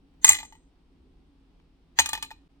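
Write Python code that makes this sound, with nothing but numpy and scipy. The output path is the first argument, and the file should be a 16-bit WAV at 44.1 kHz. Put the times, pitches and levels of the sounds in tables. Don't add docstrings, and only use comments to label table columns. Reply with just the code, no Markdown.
import sys
import numpy as np
from scipy import signal
from scipy.fft import rfft, irfft, next_fast_len
from scipy.io import wavfile
from scipy.ndimage import uniform_filter1d, map_coordinates

SR = 44100
rng = np.random.default_rng(int(sys.argv[2]) if len(sys.argv) > 2 else 0)


def makeup_ratio(level_db):
    decades = np.asarray(level_db, float) / 20
    return 10 ** decades


def dump_mix(stems):
    frames = np.atleast_2d(stems).T
    limited = np.clip(frames, -1, 1)
    pcm = np.round(limited * 32767).astype(np.int16)
    wavfile.write(sys.argv[1], SR, pcm)


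N = 114660


def cubes():
    # air column/dB, rim/dB, base/dB
    first_cube = [(0.2449, -11.5, -13, 9.5, 0.5), (0.2668, -19.5, -27.5, -8.5, 2),
                  (0.2793, -16.5, -24.5, -0.5, -2.5), (0.2905, -14, -22.5, 5.5, 10),
                  (0.3016, -23, -4, -3, -3.5), (.3098, -18.5, -23.5, -8, -2.5), (0.3197, -26, -25, -5, 10),
                  (.3310, -24, -24.5, -7, -1.5), (0.3447, -27, -16.5, -13, -9),
                  (0.3507, -27, -24, -10, -5.5), (0.3592, -38, -16, -4.5, -3.5),
                  (.368, -34.5, -22.5, -11, -6), (.387, -32, -19.5, -14, -17.5),
                  (0.4023, -35, -6.5, -12, -17.5), (0.4298, -39.5, -3.5, -13.5, -12.5),
                  (0.4507, -48, -6, -8.5, 0.5), (0.524, -49, 2, -9.5, -11.5), (0.5518, -59, 2, -17, -8.5)]
    second_cube = [(1.9885, -9, -12, -8, -16), (1.9947, -15, -9, 6.5, -5), (2, -19, -2.5, 2.5, 0.5),
                   (2.0165, -28, -30, -7.5, -6.5), (2.0591, -22, -18.5, -8, -3.5),
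                   (2.0897, -24, -16.5, -7.5, -4.5), (2.1316, -19.5, -8, -7.5, -10),
                   (2.1515, -28, -7, -16, -16.5), (2.1762, -33.5, -8, -25, -17.5),
                   (2.2256, -23.5, -15.5, -12.5, -5), (2.2478, -44, -8, -15, -0.5),
                   (2.3057, -43.5, -6, -17.5, -14.5), (2.3127, -38, -2, -25.5, -23.5),
                   (2.3634, -69, -8, -22.5, -22)]
    # wall modes, air modes (each f/Hz, level/dB, t60/s), free ring/dB
    ice_fill = [
        ([(2015.6, -2, .045), (1784, -10.5, 0.0255)], [(1920, -18.5, 0.14)], 0),
        ([(2114.8, -1.5, 0.0013), (1745, -7.5, 0.0256)], [(1839.7, 0.5, 0.0237)], -8.5),
    ]
    # t/s, level/dB
    far_ticks = [
        (.085, -58),
        (.14, -56),
        (1.599, -46),
    ]
    # f/Hz, level/dB
    tick_colour = [(200, -4), (1000, 0), (2500, -4), (5000, -16), (16000, -40)]
    rise_s, left_db = .0006, .6
    t = np.arange(SR * 2 // 5) / SR
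    cracks, rings = np.zeros((2, 2, N + SR))
    for cube, (wall, air, free_db) in zip((first_cube, second_cube), ice_fill):
        for s, db, air_db, rim_db, base_db in cube:
            span = slice(round(s * SR), round(s * SR) + len(t))
            blow = glass(t, wall, air, free_db, air_db, rim_db, base_db)
            blow += ice_noise(t, db=-4, t60_s=0.068)
            rings[:, span] += makeup_ratio(db) * blow * (1 - np.exp(-t / rise_s))
            cracks[:, span] += makeup_ratio(db) * ice_noise(t, db=5, t60_s=0.0051074)
    for s, db in far_ticks:
        span = slice(round(s * SR), round(s * SR) + len(t))
        cracks[:, span] += burst(t, makeup_ratio(db - 60 * t / 0.015), tick_colour)
    return np.array([cracks, rings])[..., :N] * makeup_ratio([[left_db], [-left_db]])


def glass(t, wall, air, free_db, air_db, rim_db, base_db):
    # f/Hz, level/dB, t60/s
    wall_modes = [(1199, -20, 0.13), (1503.6, -16.5, 0.02), (2469.7, -12, 0.12), (3010, -11, 0.065),
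                  (3411, -8.5, 0.035), (4074.7, -19.5, 0.24), (4887, -16, .03)]
    table_modes = [(77, -33, 0.36), (270, -34, .1)]
    air_modes = [(880.06, 0, 0.049)]
    rim_modes = [(6298, -7, 0.025), (6464, 2, .03)]
    base_modes = [(7414, -6, .03), (7363.3, 1.5, .03), (8543, -4.5, .04), (9368, -12.5, .06),
                  (12333, -26.5, 0.091), (12448, -24.5, 0.055), (13440, -27, 0.05), (15866, -16.5, .04)]
    # f/Hz, level/dB, t60/s
    free_rim = [(6300, -34.5, .36), (6340, -34.5, 0.51)]
    free_base = [(7330, -39.5, .36), (7250, -35.5, .4), (8310, -41, 0.53), (9440, -44.5, .25)]
    # f/Hz, level/dB
    sparkle_colour = [(4000, -26), (6000, -8), (9300, -7), (10500, -12.5), (11500, -10.5), (13500, -11),
                      (15600, -9.5), (16300, -31.5)]
    sparkle_db, sparkle_t60_s = -2.5, 0.062
    body = ring(wall_modes + wall + table_modes, t)
    column = makeup_ratio(air_db + 6) * ring(air_modes + air, t)
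    rim = makeup_ratio(rim_db) * (ring(rim_modes, t) + makeup_ratio(free_db) * ring(free_rim, t))
    base = makeup_ratio(base_db) * (ring(base_modes, t) + makeup_ratio(free_db) * ring(free_base, t))
    sparkle = burst(t, makeup_ratio(sparkle_db - 60 * t / sparkle_t60_s), sparkle_colour)
    return body + column + rim + base + makeup_ratio(base_db / 2) * sparkle


def ring(modes, t):
    scatter_db, detune = 2, .004
    rough, rough_s, rough_above_hz = .45, .005, 4000
    wall_lag_s, base_lag_s, base_above_hz = .000125, .000108, 5500
    hz, db, t60_s = np.transpose(modes)[..., None]
    level_dev, phase, lead_dev, pitch_dev = rng.standard_normal((4, len(modes), 1))
    high = np.minimum(hz / rough_above_hz, 1)
    rattle = uniform_filter1d(rng.standard_normal((2, len(modes), len(t))), round(rough_s * SR))
    rattle *= rough * high * np.sqrt(rough_s * SR)
    pitch = 2 * np.pi * hz * (1 + detune * pitch_dev)
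    wave = makeup_ratio(db + scatter_db * level_dev - 60 * t / t60_s) * np.exp(1j * (pitch * t + phase))
    wave = wave * (1 + rattle[0] + 1j * rattle[1])
    lag_s = np.where(hz > base_above_hz, base_lag_s, wall_lag_s)
    lead = np.exp(1j * (pitch * lag_s / 2 + .3 * high * lead_dev))
    return np.array([np.sum(wave * lead, 0).imag, np.sum(wave / lead, 0).imag])


def ice_noise(t, db, t60_s):
    # f/Hz, level/dB
    crack_colour = [(300, -23.5), (900, -8.5), (2000, 0), (3800, 5), (6000, -5), (10000, -11), (15600, -12),
                    (16400, -36)]
    return burst(t, makeup_ratio(db - 60 * t / t60_s), crack_colour)


def burst(t, fade, colour):
    lag_s = np.array([[0], [.00015]])
    noise = rng.standard_normal(len(t)) * fade
    return filtered(noise, lambda hz: makeup_ratio(along(colour, hz)) * np.exp(-2j * np.pi * hz * lag_s))


def kitchen(x):
    # f/Hz, t60/s
    room_t60 = [(300, .35), (900, .25), (2500, .3), (6000, .28), (12000, .22)]
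    hz, t, z = signal.stft(rng.standard_normal((2, SR // 2)), SR, nperseg=256)
    fade = makeup_ratio(-60 * t / along(room_t60, hz)[:, None])
    tail = signal.istft(z * fade, SR, nperseg=256)[1]
    tail = tail / np.linalg.norm(tail[0])
    delayed = np.pad(x, ((0, 0), (200, 0)))
    return signal.fftconvolve(delayed, tail, axes=1)[:, :N]


def background():
    # f/Hz, level/dB per Hz
    hum_colour = [(12, -30.5), (20, -6), (50, -1.5), (129, -22.5), (170, -18), (267, -18.5), (297, -16.5),
                  (360, -18), (520, -28.5), (680, -64.5), (1140, -120)]
    hiss_colour = [(260, -26), (450, -9.5), (800, -3), (1700, -13.5), (3090, -11.5), (5300, -18.5),
                   (6200, -25.5), (16000, -39)]
    # f/Hz, width/Hz, level over hum/dB
    drone_bands = [(160, 46, -11), (274.5, 30, -8), (8600, 600, -36)]
    # t/s, level/dB
    hum_level = [(0.0, -60.5), (0.36, -55), (0.57, -62), (1.32, -59), (1.66, -62), (2.01, -62.5),
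                 (2.17, -56), (2.6, -61)]
    hiss_db = -74
    low = makeup_ratio(1.5 * wobble(6.8)) * rush(lambda hz: makeup_ratio(along(hum_colour, hz)))
    for centre_hz, width_hz, db in drone_bands:
        low += makeup_ratio(db) * rush(lambda hz: 1 / (1 + ((hz - centre_hz) / width_hz) ** 2 * 4))
    level = makeup_ratio(np.interp(np.arange(N) / SR, *np.transpose(hum_level)))
    hiss = makeup_ratio(hiss_db + 0.55 * wobble(12)) * rush(lambda hz: makeup_ratio(along(hiss_colour, hz)))
    return level * low + hiss


def rush(gain):
    # f/Hz, likeness/1
    likeness = [(40, .98), (150, .92), (400, .72), (950, .3), (3770, .12), (15000, .07)]

    def mid_side(hz):
        turn = np.arccos(np.clip(along(likeness, hz), -1, 1)) / 2
        return gain(hz) * np.array([np.cos(turn), np.sin(turn)])

    mid, side = filtered(rng.standard_normal((2, N)), mid_side)
    return unit(np.array([mid + side, mid - side]))


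def wobble(rate_hz):
    knots = rng.standard_normal(int(N / SR * rate_hz) + 4)
    return map_coordinates(knots, [np.arange(N) * rate_hz / SR])


def filtered(x, response):
    m = next_fast_len(x.shape[-1] + 4096)
    return irfft(rfft(x, m) * response(np.fft.rfftfreq(m, 1 / SR)), m)[..., :x.shape[-1]]


def along(points, hz):
    f, v = np.transpose(points)
    return np.interp(np.log(hz + 1), np.log(f + 1), v)


def unit(x):
    return x / np.sqrt(np.mean(x ** 2) + 1e-20)


def scene():
    # f/Hz, width/Hz
    weak_bands = [(10550, 890), (14450, 950)]
    hole_db, kitchen_db = -24, -17.5

    def notches(hz):
        gain = np.ones_like(hz)
        for centre_hz, width_hz in weak_bands:
            gain *= 1 - (1 - makeup_ratio(hole_db)) * np.exp(-(2 * (hz - centre_hz) / width_hz) ** 6)
        return gain

    cracks, rings = cubes()
    echo = makeup_ratio(kitchen_db) * kitchen(cracks + rings)
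    return cracks + filtered(rings + echo, notches) + background()


def low_pass(x):
    return signal.sosfilt(signal.butter(12, 16410, fs=SR, output="sos"), x)


def record(dry):
    smear_db, top_hz = -22, 16300
    stop_s, fade_in_s = 2.48, .022
    z = signal.stft(np.clip(dry, -1, 1), nperseg=2048, noverlap=1536)[2]
    scrambled = abs(z) * np.exp(2j * np.pi * rng.random(z.shape))
    smear = signal.istft(scrambled, nperseg=2048, noverlap=1536)[1][:, :N]
    mix = np.clip(dry + makeup_ratio(smear_db) * smear, -1, 1)
    mix = filtered(mix, lambda hz: hz < top_hz)
    after_s = np.arange(N) / SR - stop_s
    mix = mix * np.where(after_s < 0, 1, np.clip(after_s / fade_in_s, 0, 1))
    return low_pass(mix)


dry = scene()
out = record(dry)
dump_mix(out)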